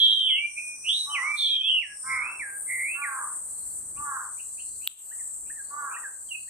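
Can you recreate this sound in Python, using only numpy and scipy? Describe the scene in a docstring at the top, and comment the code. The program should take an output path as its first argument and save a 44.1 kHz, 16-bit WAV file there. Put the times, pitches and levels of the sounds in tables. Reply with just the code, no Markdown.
"""From the start cicadas drone (banded noise) over a faint rumble and hush, a lower buzz fading out by 2.6 s.
0-3.2 s: a songbird whistles slurs and buzzes (fluttering near-pure tones), two voices overlapping at times.
1.1-6 s: a distant crow caws five times (hoarse harmonics); from 2.3 s a thin insect whine comes and goes.
From 4 s the bird gives soft chips; at 4.87 s a sharp tick close to the microphone makes the recorder's
limiter duck for a moment. Trees scatter bird, crow and tick."""
import sys
import numpy as np
from scipy import signal
from scipy.fft import rfft, irfft, next_fast_len
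from scipy.io import wavfile
from scipy.ndimage import uniform_filter1d, minimum_filter1d, map_coordinates

SR = 44100
rng = np.random.default_rng(int(sys.argv[2]) if len(sys.argv) > 2 else 0)


def transcribe(signal):
    """Save signal, clipped to [-1, 1], as a 16-bit WAV file at the path in sys.argv[1]."""
    frames = np.atleast_2d(signal).T
    limited = np.clip(frames, -1, 1)
    pcm = np.round(limited * 32767).astype(np.int16)
    wavfile.write(sys.argv[1], SR, pcm)


N = 286209


def amp(db):
    """Decibels to gain."""
    return 10 ** (np.asarray(db) / 20)


def unit(x):
    """Scale to rms 1."""
    return x / np.sqrt(np.mean(x ** 2) + 1e-20)


def blend(a, b, share):
    """From a at share 0 to b at share 1."""
    return a + (b - a) * share


def along(points, hz):
    """Read (frequency [Hz], value) points on a log frequency axis."""
    f, v = np.transpose(points)
    return np.interp(np.log(hz + 1), np.log(f), v)


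def curves(rows, t):
    """Each column after the first, read at t."""
    s, *cols = np.transpose(rows)
    return [np.interp(t, s, c) for c in cols]


def wobble(rate_hz, size):
    """Smooth random curve, rate_hz knots a second."""
    knots = rng.standard_normal(int(size * rate_hz / SR) + 4)
    return map_coordinates(knots, [np.arange(size) * rate_hz / SR])


def filtered(x, response):
    """Multiply the spectrum of x by a function of frequency."""
    m = next_fast_len(N + SR // 2)
    return irfft(rfft(x, m) * response(np.fft.rfftfreq(m, 1 / SR)), m)[..., :N]


def pan(left_db):
    """Gains of the two channels for a left-minus-right level."""
    return unit(amp([[left_db / 2], [-left_db / 2]]))


def place(x, left_db, left_lag_ms):
    """A source off to one side reaches the two microphones at different levels and times."""
    sides = np.array([[-1], [1]])
    return pan(left_db) * filtered(x, lambda hz: np.exp(np.pi * 1j * hz * left_lag_ms / 10 ** 3 * sides))


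def mix_pair(mid, side, correlation):
    """Two channels of the given correlation from two independent noises."""
    turn = np.arccos(np.clip(correlation, -1, 1)) / 2
    return np.cos(turn) * mid + np.sin(turn) * np.array([side, -side])


def noise_pair(correlation):
    """Two white noises with the given correlation."""
    mid, side = rng.standard_normal((2, N))
    return mix_pair(mid, side, correlation)


def band_noise(spectrum, correlation):
    """Coloured stereo noise of rms 1."""
    return unit(filtered(noise_pair(correlation), lambda hz: amp(along(spectrum, hz))))


def note(rows, fade_s):
    """Sample numbers, smoothed pitch, amplitude and any further columns of one note."""
    start, end = rows[0][0], rows[-1][0]
    span = np.arange(max(0, int((start - fade_s / 2) * SR)), min(N, int((end + fade_s) * SR)))
    t = span / SR
    hz, db, *others = curves(rows, t)
    gate = np.clip(np.minimum(t - start + fade_s / 2, end + fade_s - t) / fade_s, 0, 1)
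    level = amp(db) * np.sin(gate * np.pi / 2) ** 2
    return span, uniform_filter1d(hz, size=300, mode="nearest"), level, *others


# scatter from the trees: (frequency [Hz], decay t60 [s])
TREE_T60 = [(300, 0.91), (1200, 0.31), (2200, 0.37), (3500, 0.22), (10000, 0.028)]
DIFFUSE_LAG_S = 0.045 / 230  # sets how far up the scatter stays alike in both channels


def trees(x, build_s, gap_s):
    """Scatter from trunks and leaves: starts after a gap, builds up, dies soonest in the high treble."""
    hz, t, z = signal.stft(rng.standard_normal((2, SR)), SR, nperseg=256)
    # sound from all around is alike at both microphones in the bass only
    z = mix_pair(z[0], z[1], np.sinc(2 * hz * DIFFUSE_LAG_S)[:, None])
    decay = amp(-60 * t / along(TREE_T60, hz)[:, None])
    tail = signal.istft(z * decay * (1 - np.exp(-t / build_s)), SR, nperseg=256)[1]
    # offset the extra energy of long-ringing frequencies
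    tail = filtered(tail, lambda f: along(TREE_T60, f) ** -.5)[:, :SR]
    tail /= np.linalg.norm(tail, axis=1, keepdims=True)
    delayed = np.pad(x, (int(abs(gap_s) * SR), 0))
    return signal.fftconvolve(delayed[None], tail, axes=1)[:, :N]


# leaves throw back more high notes than low: (frequency [Hz], gain [dB])
LEAF_SCATTER = [(1500, -1), (2300, -2.5), (3200, 1), (4200, 1)]


def songbird():
    """Loud phrases and soft chips from a perch a little to the right, plus tree scatter."""
    phrases = [rasp(*row) for row in RASPS] + [slide(*row) for row in SLIDES] + [slur(*row) for row in SLURS]
    kinds = [(HIGH_CHIP, HIGH_CHIPS), (LOW_CHIP, LOW_CHIPS), (FALLING_CHIP, FALLING_CHIPS)]
    calls = [chip(shape, *row) for shape, rows in kinds for row in rows]
    song = whistle(phrases, flutter_hz=116.42, flutter_db=-0.18, second_db=-58, third_db=-40)
    chips = whistle(calls, flutter_hz=134.7, flutter_db=4, second_db=-50, third_db=-94)
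    direct = amp(-1.0) * place(song, left_db=-3.5, left_lag_ms=0.061)
    direct = direct + amp(-1) * place(chips, left_db=-5, left_lag_ms=0.069)
    to_trees = amp(-7.0) * song + amp(-8) * chips
    scattered = filtered(to_trees, lambda hz: amp(along(LEAF_SCATTER, hz)))
    return direct + trees(scattered, build_s=0.0029, gap_s=0.0027)


def whistle(notes, flutter_hz, flutter_db, second_db, third_db):
    """The syrinx gives a nearly pure tone; a fast, uneven flutter of its pitch turns it into a buzz."""
    out = np.zeros(N)
    for rows in notes:
        span, hz, level, swing_hz = note(rows, fade_s=0.0083)
        size = len(span)
        cycle = 2 * np.pi * np.cumsum(flutter_hz * (1 + 0.3424 * wobble(120, size))) / SR
        flutter = unit(np.sin(cycle) + 0.33 * wobble(420, size))
        phase = 2 * np.pi * np.cumsum(hz + swing_hz * flutter) / SR
        tone = np.sin(phase) + amp(second_db) * np.sin(2 * phase) + amp(third_db) * np.sin(3 * phase)
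        out[span] += np.sqrt(2) * level * amp(flutter_db * wobble(86.5, size)) * tone
    return out


ATTACK_DB = 28.5  # rasps and slides swell in from this far down


def swell_db(t, swell_s):
    """Soft start: level climbs linearly in dB."""
    return -ATTACK_DB * np.maximum(1 - t / swell_s, 0)


# harsh falling buzzes, some overlapping; levels before the mix gain:
# (time [s], length [s], swell [s], start pitch [Hz], end pitch [Hz], bend [1 = straight, more = falls late],
#  start level [dB], end level [dB], start flutter [Hz rms], end flutter [Hz rms])
RASPS = [ (0, 0.18, 0.00085, 3337, 3202, 0.62, -17.5, -21, 85, 30),
         (0, 0.13, 0.0011, 3700, 3458, 1, -28.5, -26, 280, 192),
         (.08, 0.17, 0.04, 3900, 3350, 1.7, -38, -30.5, 104, 80),
         (.18, 0.21, 0.013, 3170, 2780, 2.2, -26, -25.5, 70, 80),
         (.245, 0.11, 0.019, 3330, 3164, 2.73, -21.5, -28, 70, 35.4),
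         (1.355, 0.19, 0.024, 4260, 3475, 2, -38.5, -30, 140, 130),
         (1.358, .11, 0.033, 3680, 3456, .7, -27, -23.5, 100, 89),
         (1.425, 0.19, 0.032, 3350, 3182, 1.8, -25, -26, 85, 45),
         (1.595, 0.12, 0.051, 3400, 3054, 2.2, -29, -20, 110, 75), ]


def rasp(start, length, swell, start_hz, end_hz, bend, start_db, end_db, start_flutter, end_flutter):
    """Buzz falling in pitch as its flutter changes; rows of (time [s], Hz, dB, flutter [Hz])."""
    u = np.linspace(0, 1, 100)
    hz = blend(start_hz, end_hz, u ** bend)
    db = blend(start_db, end_db, u) + swell_db(length * u, swell)
    return np.transpose([start + length * u, hz, db, blend(start_flutter, end_flutter, u)])


# whistles that slide from one pitch to a second and droop at the end; levels before the mix gain:
# (time [s], length [s], swell [s], mid-slide after start [s], slide time [s],
#  first pitch [Hz], second pitch [Hz], droop [Hz], first level [dB], second level [dB],
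#  first flutter [Hz rms], second flutter [Hz rms])
SLIDES = [ (0.552, 0.21, 0.028, 0.054, 0.013, 2391, 2460, 28, -27, -42.5, 79, 6.8),
          (0.84, 0.21, 0.055, 0.053, 0.032, 2206, 4027, 167, -10, -30.5, 196, 63),
          (1.458, 0.11, .025, .04, 0.018, 2370, 2467, 2, -46.5, -46.5, 4, 3.4),
          (1.602, 0.19, .015, 0.077, .022, 2460, 3106, 380, -41, -23, 5.3, 60),
          (2.058, 0.293, 0.048, .186, 0.017, 2136, 2660, 18, -28, -36, 83, 3.1),
          (2.665, 0.3, 0.04, 0.22, 0.021, 2075, 2710, 3.5, -29.5, -33, 76, 2.4), ]
DROOP_S = 0.046  # time constant of the droop


def slide(start, length, swell, middle, slide_s, first_hz, second_hz, droop_hz, first_db, second_db,
          first_flutter, second_flutter):
    """One S-shaped move carries pitch, level and flutter from the first tone to the second."""
    t = np.linspace(0, length, 100)
    moved = 1 / (1 + np.exp((middle - t) / slide_s))
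    hz = blend(first_hz, second_hz, moved) - droop_hz * np.exp((t - length) / DROOP_S)
    db = blend(first_db, second_db, moved) + swell_db(t, swell)
    flutter = blend(first_flutter, second_flutter, moved) * np.minimum(.5 + t / swell / 2, 1)
    return np.transpose([start + t, hz, db, flutter])


# slurs that plunge, then recover a little or a lot; levels before the mix gain:
# (time [s], length [s], hold before plunge [s], plunge time [s], top [Hz], bottom [Hz], end [Hz],
#  last lift [Hz], plunge level [dB], bottom level [dB], end level [dB])
SLURS = [ (0.268, 0.19, 0.003, 0.023, 2826, 2032, 2367, 24, -38.5, -40.5, -25.5),
         (1.099, 0.25, 0.031, 0.026, 3040, 1853, 2345, 6.7, -26, -30, -25.5),
         (1.8, 0.13, 0.0011, 0.027, 2686, 1633, 1680, 2, -35, -53.5, -43),
         (2.395, 0.18, 0.001, .026, 2350, 1586, 1587, 57, -32.5, -40.5, -45.5),
         (3.018, 0.178, 0.004, 0.025, 2432, 1553, 1554, 91, -29.5, -37.5, -40.5), ]
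SLUR_FLUTTER_HZ, SETTLED_FLUTTER_HZ = 22, 11  # rms, at the top and once fallen
BOTTOM_PLUNGES = 2.45  # plunge times from the hold to the bottom
RECOVER_S, LIFT_S = 0.062, .022  # time constants
START_DROP_DB_PER_HOLD_S = 501.5  # the longer the hold, the softer the start


def slur(start, length, hold, plunge, top_hz, bottom_hz, end_hz, lift_hz, plunge_db, bottom_db, end_db):
    """Pitch plunges, rounds out at the bottom, eases up and lifts a little as the note closes."""
    t = np.linspace(0, length, 100)
    bottom = hold + BOTTOM_PLUNGES * plunge
    high = 1 / (1 + (np.maximum(t - hold, 0) / plunge) ** 3.1)
    recovered = 1 - np.exp(-(np.maximum(t - bottom, 0) / RECOVER_S) ** 1.5)
    hz = blend(blend(bottom_hz, end_hz, recovered), top_hz, high)
    hz += lift_hz * np.exp((t - length) / LIFT_S)
    start_db = plunge_db - START_DROP_DB_PER_HOLD_S * hold
    db = np.interp(t, [0, hold + plunge, bottom, length], [start_db, plunge_db, bottom_db, end_db])
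    return np.transpose([start + t, hz, db, blend(SETTLED_FLUTTER_HZ, SLUR_FLUTTER_HZ, high)])


# soft chips, high ones that flick up and turn over, short low ones that rise, longer ones that fall:
# (time [s], length [s], reference pitch [Hz], reference level [dB])
HIGH_CHIPS = [(3.955, 0.039, 2570, -49.5), (4.372, 0.046, 2622, -43.5), (4.578, 0.043, 2800, -42.5),
              (4.811, 0.063, 2780, -44.5), (5.083, 0.0516, 2880, -55), (5.446, 0.068, 2590, -56.5),
              (5.897, 0.092, 2587, -45.5)]
LOW_CHIPS = [(5.109, 0.028, 1764, -44), (5.495, 0.02, 1710, -45.5), (5.962, 0.012, 1810, -38.5),
             (6.474, 0.029, 1930, -55)]
FALLING_CHIPS = [(5.188, .042, 1926, -53), (5.561, 0.056, 1736, -45.5), (6.03, 0.051, 1670, -37),
                 (6.289, 0.076, 2765, -38.5)]
# shape of each kind: (share of length [0-1], pitch [ratio], relative level [dB], flutter [Hz rms])
HIGH_CHIP = [(0, .89, -18, 60), (.38, .95, -8, 95), (.62, 1.04, -4.5, 130), (.8, 1.01, -7, 120),
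             (1, 1, -12, 90)]
LOW_CHIP = [(0, .84, -10, 35), (.35, .98, 0, 30), (.7, 1.08, -2, 25), (1, 1.06, -11, 25)]
FALLING_CHIP = [(0, 1.17, -13, 22), (.25, 1.055, -2.5, 20), (.55, .97, -1.5, 16), (.8, .93, -3, 14),
                (1, .93, -9, 14)]


def chip(shape, start, length, hz, db):
    """A shared shape set to one chip's time, length, pitch and level."""
    u = np.linspace(0, 1, 100)
    ratio, shape_db, flutter_hz = curves(shape, u)
    return np.transpose([start + length * u, hz * ratio, db + shape_db, flutter_hz])


# throat response with the beak narrow and wide open: (frequency [Hz], relative level [dB])
THROAT_NARROW = [(280, -57.5), (580, -42.5), (870, -7), (1160, 8.5), (1450, -16.5), (1750, -22),
                 (2050, -20), (2600, -42)]
THROAT_OPEN = [(280, -58.5), (580, -39.5), (830, -14.5), (1100, 3.5), (1400, 9), (1700, 6), (2030, -16),
               (2600, -47.5)]
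THROAT_EDGE_HZ = 1885  # the throat passes little above this
CAW_GRIT = .18  # unsteady strength all through a caw
DOUBLING = 16  # strong/weak cycle difference per unit of hoarseness


def crow():
    """Harmonics through a throat that changes as the beak moves; pitch sags and the voice turns hoarse."""
    out = np.zeros(N)
    for row in CAWS:
        span, hz, level, hoarse, opening = note(caw(*row), fade_s=.02)
        size = len(span)
        phase = 2 * np.pi * np.cumsum(hz * (1 + hoarse * wobble(199.5, size))) / SR
        k = np.arange(1, 10)[:, None]
        throat_db = blend(along(THROAT_NARROW, k * hz), along(THROAT_OPEN, k * hz), opening)
        # paths through the trees interfere: each harmonic swells and fades on its own
        fading_db = 2.65 * np.array([wobble(25.2, size) for _ in k])
        strength = amp(throat_db + fading_db)
        voice = np.sum(strength * np.sin(k * phase), axis=0) / np.linalg.norm(strength, axis=0)
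        # rasp: strength shakes, and strong and weak cycles alternate
        shake = 1 + (CAW_GRIT + 9 * hoarse) * wobble(420, size) + DOUBLING * hoarse * np.sin(phase / 2)
        out[span] += np.sqrt(2) * level * shake * voice
    out = filtered(out, lambda hz: 1 / (1 + (hz / THROAT_EDGE_HZ) ** 12))
    near = amp(-4) * trees(out, build_s=0.02, gap_s=.01)
    far_echo = amp(-12.5) * trees(out, build_s=0.0053, gap_s=0.073)
    direct = amp(4.0) * place(out, left_db=-7.0, left_lag_ms=0.14)
    return direct + (near + far_echo) * pan(left_db=0.0)


# caws, levels before shake, throat edge and mix gain: (time [s], length [s], crest after start [s],
#  top pitch [Hz], first level [dB], level once the beak has moved [dB], end level [dB],
#  beak moves after start [s], opening before [0-1], opening after [0-1])
CAWS = [(1.066, 0.21, 0.045, 290.5, -40.5, -44.5, -44, 0.081, 0.1, 0.51),
        (2.037, 0.27, 0.054, 265.2, -41, -40, -49.5, 0.1, 0.91, 0.72),
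        (2.948, 0.29, 0.094, 288, -42.5, -41, -42.5, 0.13, 0.88, 0.58),
        (3.968, 0.24, .054, 294.2, -41.5, -39.5, -40.5, 0.083, 0.28, 0.78),
        (5.705, .25, 0.071, 294.5, -41, -37.5, -46.5, 0.077, 0.46, 0.83)]
CAW_RISE, CAW_SAG, CAW_BEND = .05, .21, 1.6  # shares of the top pitch; how late the sag comes
CAW_ATTACK_DB, CAW_ATTACK_S = 11.5, 0.038
CLEAN, HOARSE = .005, .04  # pitch jitter share up to the crest and at the end
BEAK_S = 0.0042  # how quickly the beak moves


def caw(start, length, crest, top_hz, first_db, open_db, end_db, opens, before, after):
    """Flat pitch arch, beak move, hoarse sag; rows of (time [s], Hz, dB, hoarseness, opening)."""
    t = np.linspace(0, length, 100)
    rising = np.maximum(1 - t / crest, 0)
    falling = np.maximum(t - crest, 0) / (length - crest)
    hz = top_hz * (1 - CAW_RISE * rising ** 2 - CAW_SAG * falling ** CAW_BEND)
    moved = 1 / (1 + np.exp((opens - t) / BEAK_S))
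    later_db = np.interp(t, [opens, length], [open_db, end_db])
    db = blend(first_db, later_db, moved) - CAW_ATTACK_DB * np.maximum(1 - t / CAW_ATTACK_S, 0)
    hoarse = blend(CLEAN, HOARSE, falling ** 3)
    return np.transpose([start + t, hz, db, hoarse, np.clip(blend(before, after, moved), 0, 1)])


# the tick: (time [s], direct peak level before limiting [dB])
TICKS = [(4.8745, 2.7)]
# what it rings with: (frequency [Hz], relative level [dB], decay t60 [s])
TICK_MODES = [(1300, -23, .005), (2850, -12, .007), (3350, -11, .006), (3850, -9, .005), (8100, -15, .003),
              (10000, -11, .002), (12100, -3, .002), (14500, -1, .003)]
TICK_LAG_S = .000024  # reaches the left microphone first, by this much


def tick():
    """Tiny hard contact beside the microphone: modes hold for 0.7 ms, then ring out within milliseconds."""
    out, t = np.zeros((2, N)), np.arange(SR // 50) / SR
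    ringing_s = np.maximum(t - .0007, 0)
    phase_s = t - .0005 + TICK_LAG_S * np.array([[.5], [-.5]])
    for s, db in TICKS:
        ring = sum(amp(level - 60 * ringing_s / t60) * np.sin(2 * np.pi * hz * phase_s)
                   for hz, level, t60 in TICK_MODES)
        ring *= np.minimum(t / .0003, 1)  # attack
        out[:, round(s * SR):][:, :len(t)] += amp(db) * ring / np.abs(ring).max()
    near = amp(-22) * trees(out[0], build_s=.03, gap_s=.003)
    far_echo = amp(-26) * trees(out[0], build_s=.03, gap_s=.055)
    return out + near + far_echo


# drone level, dipping early on where the recorder ducks under the loud bird, later nearly steady;
# before throb and trim: (time [s], level [dB], upper band level [dB])
DRONE_EARLY = [(0.0, -56.5, -64), (0.28, -51.5, -73.5), (0.39, -54, -80.5), (0.53, -47, -74),
               (0.65, -41, -67), (0.75, -45.5, -71), (1.04, -42, -64), (1.3, -46.5, -74.5),
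               (1.42, -46, -60.5), (1.6, -61.5, -81.5), (1.75, -52.5, -87.5), (1.84, -56, -88.5),
               (1.94, -45, -72.5), (2.08, -37.5, -65), (2.24, -46.5, -71), (2.43, -44.5, -72),
               (2.58, -38.5, -55.5), (2.71, -37, -54.5), (3.0, -42.5, -62.5), (3.38, -37.5, -60.5),
               (3.68, -39, -57), (3.98, -41, -64), (4.18, -41.5, -62.5), (4.42, -41, -62),
               (4.72, -41, -64.5), (4.85, -41.5, -55.5)]
DRONE_LATER = [(5.12, -41, -56.5), (5.19, -38.5, -61.5), (5.334, -39, -60.5), (5.69, -41, -64),
               (6.45, -43, -64)]
# lower buzz that dies away, before flicker and trim: (time [s], level [dB])
BUZZ = [(0.05, -61), (0.35, -71.5), (0.5, -58.5), (0.71, -53), (1.27, -55), (1.51, -64), (1.8, -68.5),
        (2.12, -54.5), (2.25, -67), (2.41, -62.5), (2.6, -99)]
# resonances, sinking overall: (time [s], centre [Hz], relative width [ratio])
DRONE_CENTRE = [(0, 8800, 0.81), (1, 8630, 0.93), (2.102, 8590, 0.93), (2.698, 8635, 0.96),
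                (3.5, 8360, 1.044), (4.7, 8154, 1.13), (5.3, 8096, 0.9), (6.49, 8100, 1.005)]
BUZZ_CENTRE = [(0, 6058, 0.77), (1.3, 5984, 0.94), (1.9, 5708, 0.86), (2.15, 5396, 0.75), (2.4, 5685, 0.42)]
# spectra: (frequency [Hz], relative density [dB per Hz]); drone and buzz are then shifted and stretched
DRONE_BAND = [(3000, -41.5), (4300, -40.5), (5300, -37.5), (6200, -19), (7000, -10), (7600, 1.5), (8150, 6),
              (8700, 1), (9400, -7), (10200, -15), (11200, -44.5), (13000, -42), (15500, -59.5)]
UPPER_BAND = [(6000, -69.5), (9500, -42), (11000, 1), (12000, -5), (13000, 5.5), (14200, -1.5),
              (14900, -13), (15400, -37.5)]
BUZZ_BAND = [(4000, -52), (4700, -27), (5300, -10.5), (5750, -3), (6100, 1.5), (6500, -5.5), (7200, -34),
             (8500, -46)]
TYMBAL_HZ, TYMBAL_DEPTH = 436, 0.11  # the nearest cicada's pulses show faintly in the drone


def cicadas():
    """Many tymbals blur into a hiss around one sinking resonance, with a weaker band above and a lower buzz."""
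    t = np.arange(N) / SR
    drone_db, upper_db = curves(np.vstack([DRONE_EARLY, DRONE_LATER]), t)
    drone = sliding(DRONE_BAND, DRONE_CENTRE, correlation=.02)
    throb_db = .95 * wobble(25, N) + .5 * wobble(110, N)
    pulse_phase = 2 * np.pi * np.cumsum(TYMBAL_HZ * (1 + 0.00501 * wobble(11, N))) / SR
    pulses = 1 + TYMBAL_DEPTH * np.sin(pulse_phase)
    main = amp(drone_db + throb_db + 3.5) * pulses * drone * pan(left_db=2.5)
    upper_noise = band_noise(UPPER_BAND, correlation=0.027)
    upper = amp(upper_db + throb_db + 5.0) * upper_noise * pan(left_db=1.5)
    buzz_db, = curves(BUZZ, t)
    buzz_level = amp(buzz_db + wobble(39.92, N) + 4.0)
    buzz = buzz_level * sliding(BUZZ_BAND, BUZZ_CENTRE, correlation=0.0598) * pan(left_db=0.5)
    return main + upper + buzz


GRAIN_DB = 2.2  # rms; fine random unevenness of level over time and pitch


def sliding(band, path, correlation):
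    """Stereo noise of rms 1 whose band slides with its centre and stretches about its top."""
    hz, frames, z = signal.stft(noise_pair(correlation), SR, nperseg=512)
    centre, width = curves(path, frames)
    top_hz = max(band, key=lambda point: point[1])[0]
    body = amp(along(band, np.maximum(top_hz + (hz[:, None] - centre) / width, 0)))
    grain = unit(uniform_filter1d(rng.standard_normal(z.shape[1:]), size=5, axis=1))
    return unit(signal.istft(z * body * amp(GRAIN_DB * grain), SR, nperseg=512)[1][:, :N])


# faint whine, before flicker: (time [s], level [dB])
WHINE = [(2.3, -94.5), (2.7, -75.5), (3.25, -83.5), (3.6, -64.5), (3.95, -73.5), (4.35, -74), (4.7, -63),
         (4.87, -59), (5.1, -72.5), (5.33, -76), (5.5, -79.5), (5.7, -63.5), (6, -81.5), (6.3, -64.5)]
# its spectrum: (frequency [Hz], relative density [dB per Hz])
WHINE_BAND = [(3600, -40.5), (3950, -4), (4200, 2), (4650, 1), (4880, -6), (5100, -34.5)]
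WHINE_PATCHY_DB = 3.5  # rms; random unevenness of level over time and pitch


def whine():
    """Distant insects sing in one narrow band whose level varies at random over time and pitch."""
    db, = curves(WHINE, np.arange(N) / SR)
    z = signal.stft(band_noise(WHINE_BAND, correlation=.3), nperseg=1024)[2]
    patches = uniform_filter1d(rng.standard_normal(z.shape[1:]), size=4, axis=0)
    patches = unit(uniform_filter1d(patches, size=8, axis=1))
    chorus = signal.istft(z * amp(WHINE_PATCHY_DB * patches), nperseg=1024)[1][:, :N]
    return amp(db + 1.5 * wobble(25, N)) * unit(chorus)


# low rumble and hush of the wood, before sway and trim: (time [s], level [dB])
RUMBLE = [(0.05, -73.5), (0.73, -72.5), (0.77, -65.5), (1.23, -74), (1.86, -76.5), (1.92, -69), (2.01, -74),
          (2.09, -57.5), (2.35, -72.5), (2.42, -63), (2.45, -70), (2.94, -68), (2.97, -76.5), (3.49, -66.5),
          (4.01, -57.5), (4.05, -67), (4.3, -70.5), (4.8, -68), (4.84, -71.5), (5.83, -69), (5.95, -76.5),
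          (6.49, -69)]
HUSH = [(0.05, -84), (0.52, -80.5), (1.12, -72), (1.25, -68.5), (1.45, -82), (1.75, -81.5), (2.26, -68),
        (3.1, -70), (3.31, -67.5), (3.62, -72), (4.05, -71.5), (4.73, -78.5), (4.84, -77), (5.14, -72.5),
        (5.32, -75.5), (5.65, -74), (5.79, -66), (6.49, -81)]
# their spectra: (frequency [Hz], relative density [dB per Hz])
RUMBLE_BAND = [(20, -10), (60, 0), (110, -5), (200, -8), (400, -13.5), (1200, -58.5)]
HUSH_BAND = [(60, -21.5), (250, 7), (600, 11.5), (1200, 10.5), (2000, 1.5), (2900, -41), (4300, -20.5),
             (5300, -19.5), (9000, -29), (15500, -41.5)]


def air():
    """Faint rumble under the hush of the wood: two coloured noises, alike in both channels."""
    t = np.arange(N) / SR
    (rumble_db,), (hush_db,) = curves(RUMBLE, t), curves(HUSH, t)
    sway_db = 1.5 * wobble(9, N)
    rumble = amp(rumble_db + sway_db + 1.0) * band_noise(RUMBLE_BAND, correlation=1.0)
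    hush = amp(hush_db + 7.0) * band_noise(HUSH_BAND, correlation=1.0)
    return rumble + hush


def scene():
    """Everything heard under the canopy."""
    return songbird() + crow() + tick() + cicadas() + whine() + air()


def limiter(x, ceiling_db, hold_s, release_db_per_s, overshoot):
    """Gain drops at once on a peak; a slower stage pulls it further down before it climbs back."""
    peak_db = 20 * np.log10(np.abs(x).max(axis=0) + 1e-9)
    over_db = np.maximum(peak_db - ceiling_db, 0)
    size = int(hold_s * SR) | 1
    held_db = -minimum_filter1d(-over_db, size, origin=size // 2)
    ramp_db = release_db_per_s * np.arange(N) / SR
    fast_db = np.maximum.accumulate(held_db + ramp_db) - ramp_db
    slow_db = overshoot * uniform_filter1d(held_db, size, origin=size // 2)
    cut_db = np.maximum(fast_db, slow_db)
    # a short look-ahead rounds the attack
    return x * amp(uniform_filter1d(minimum_filter1d(-cut_db, size=41), size=41))


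TOP_HZ = 16500


def record(dry):
    """The recorder limits peaks and keeps nothing above its band limit."""
    limited = limiter(dry, ceiling_db=-6.5, hold_s=.078, release_db_per_s=45, overshoot=1.7)
    return filtered(limited, lambda hz: hz < TOP_HZ)


dry = scene()
out = record(dry)
transcribe(out)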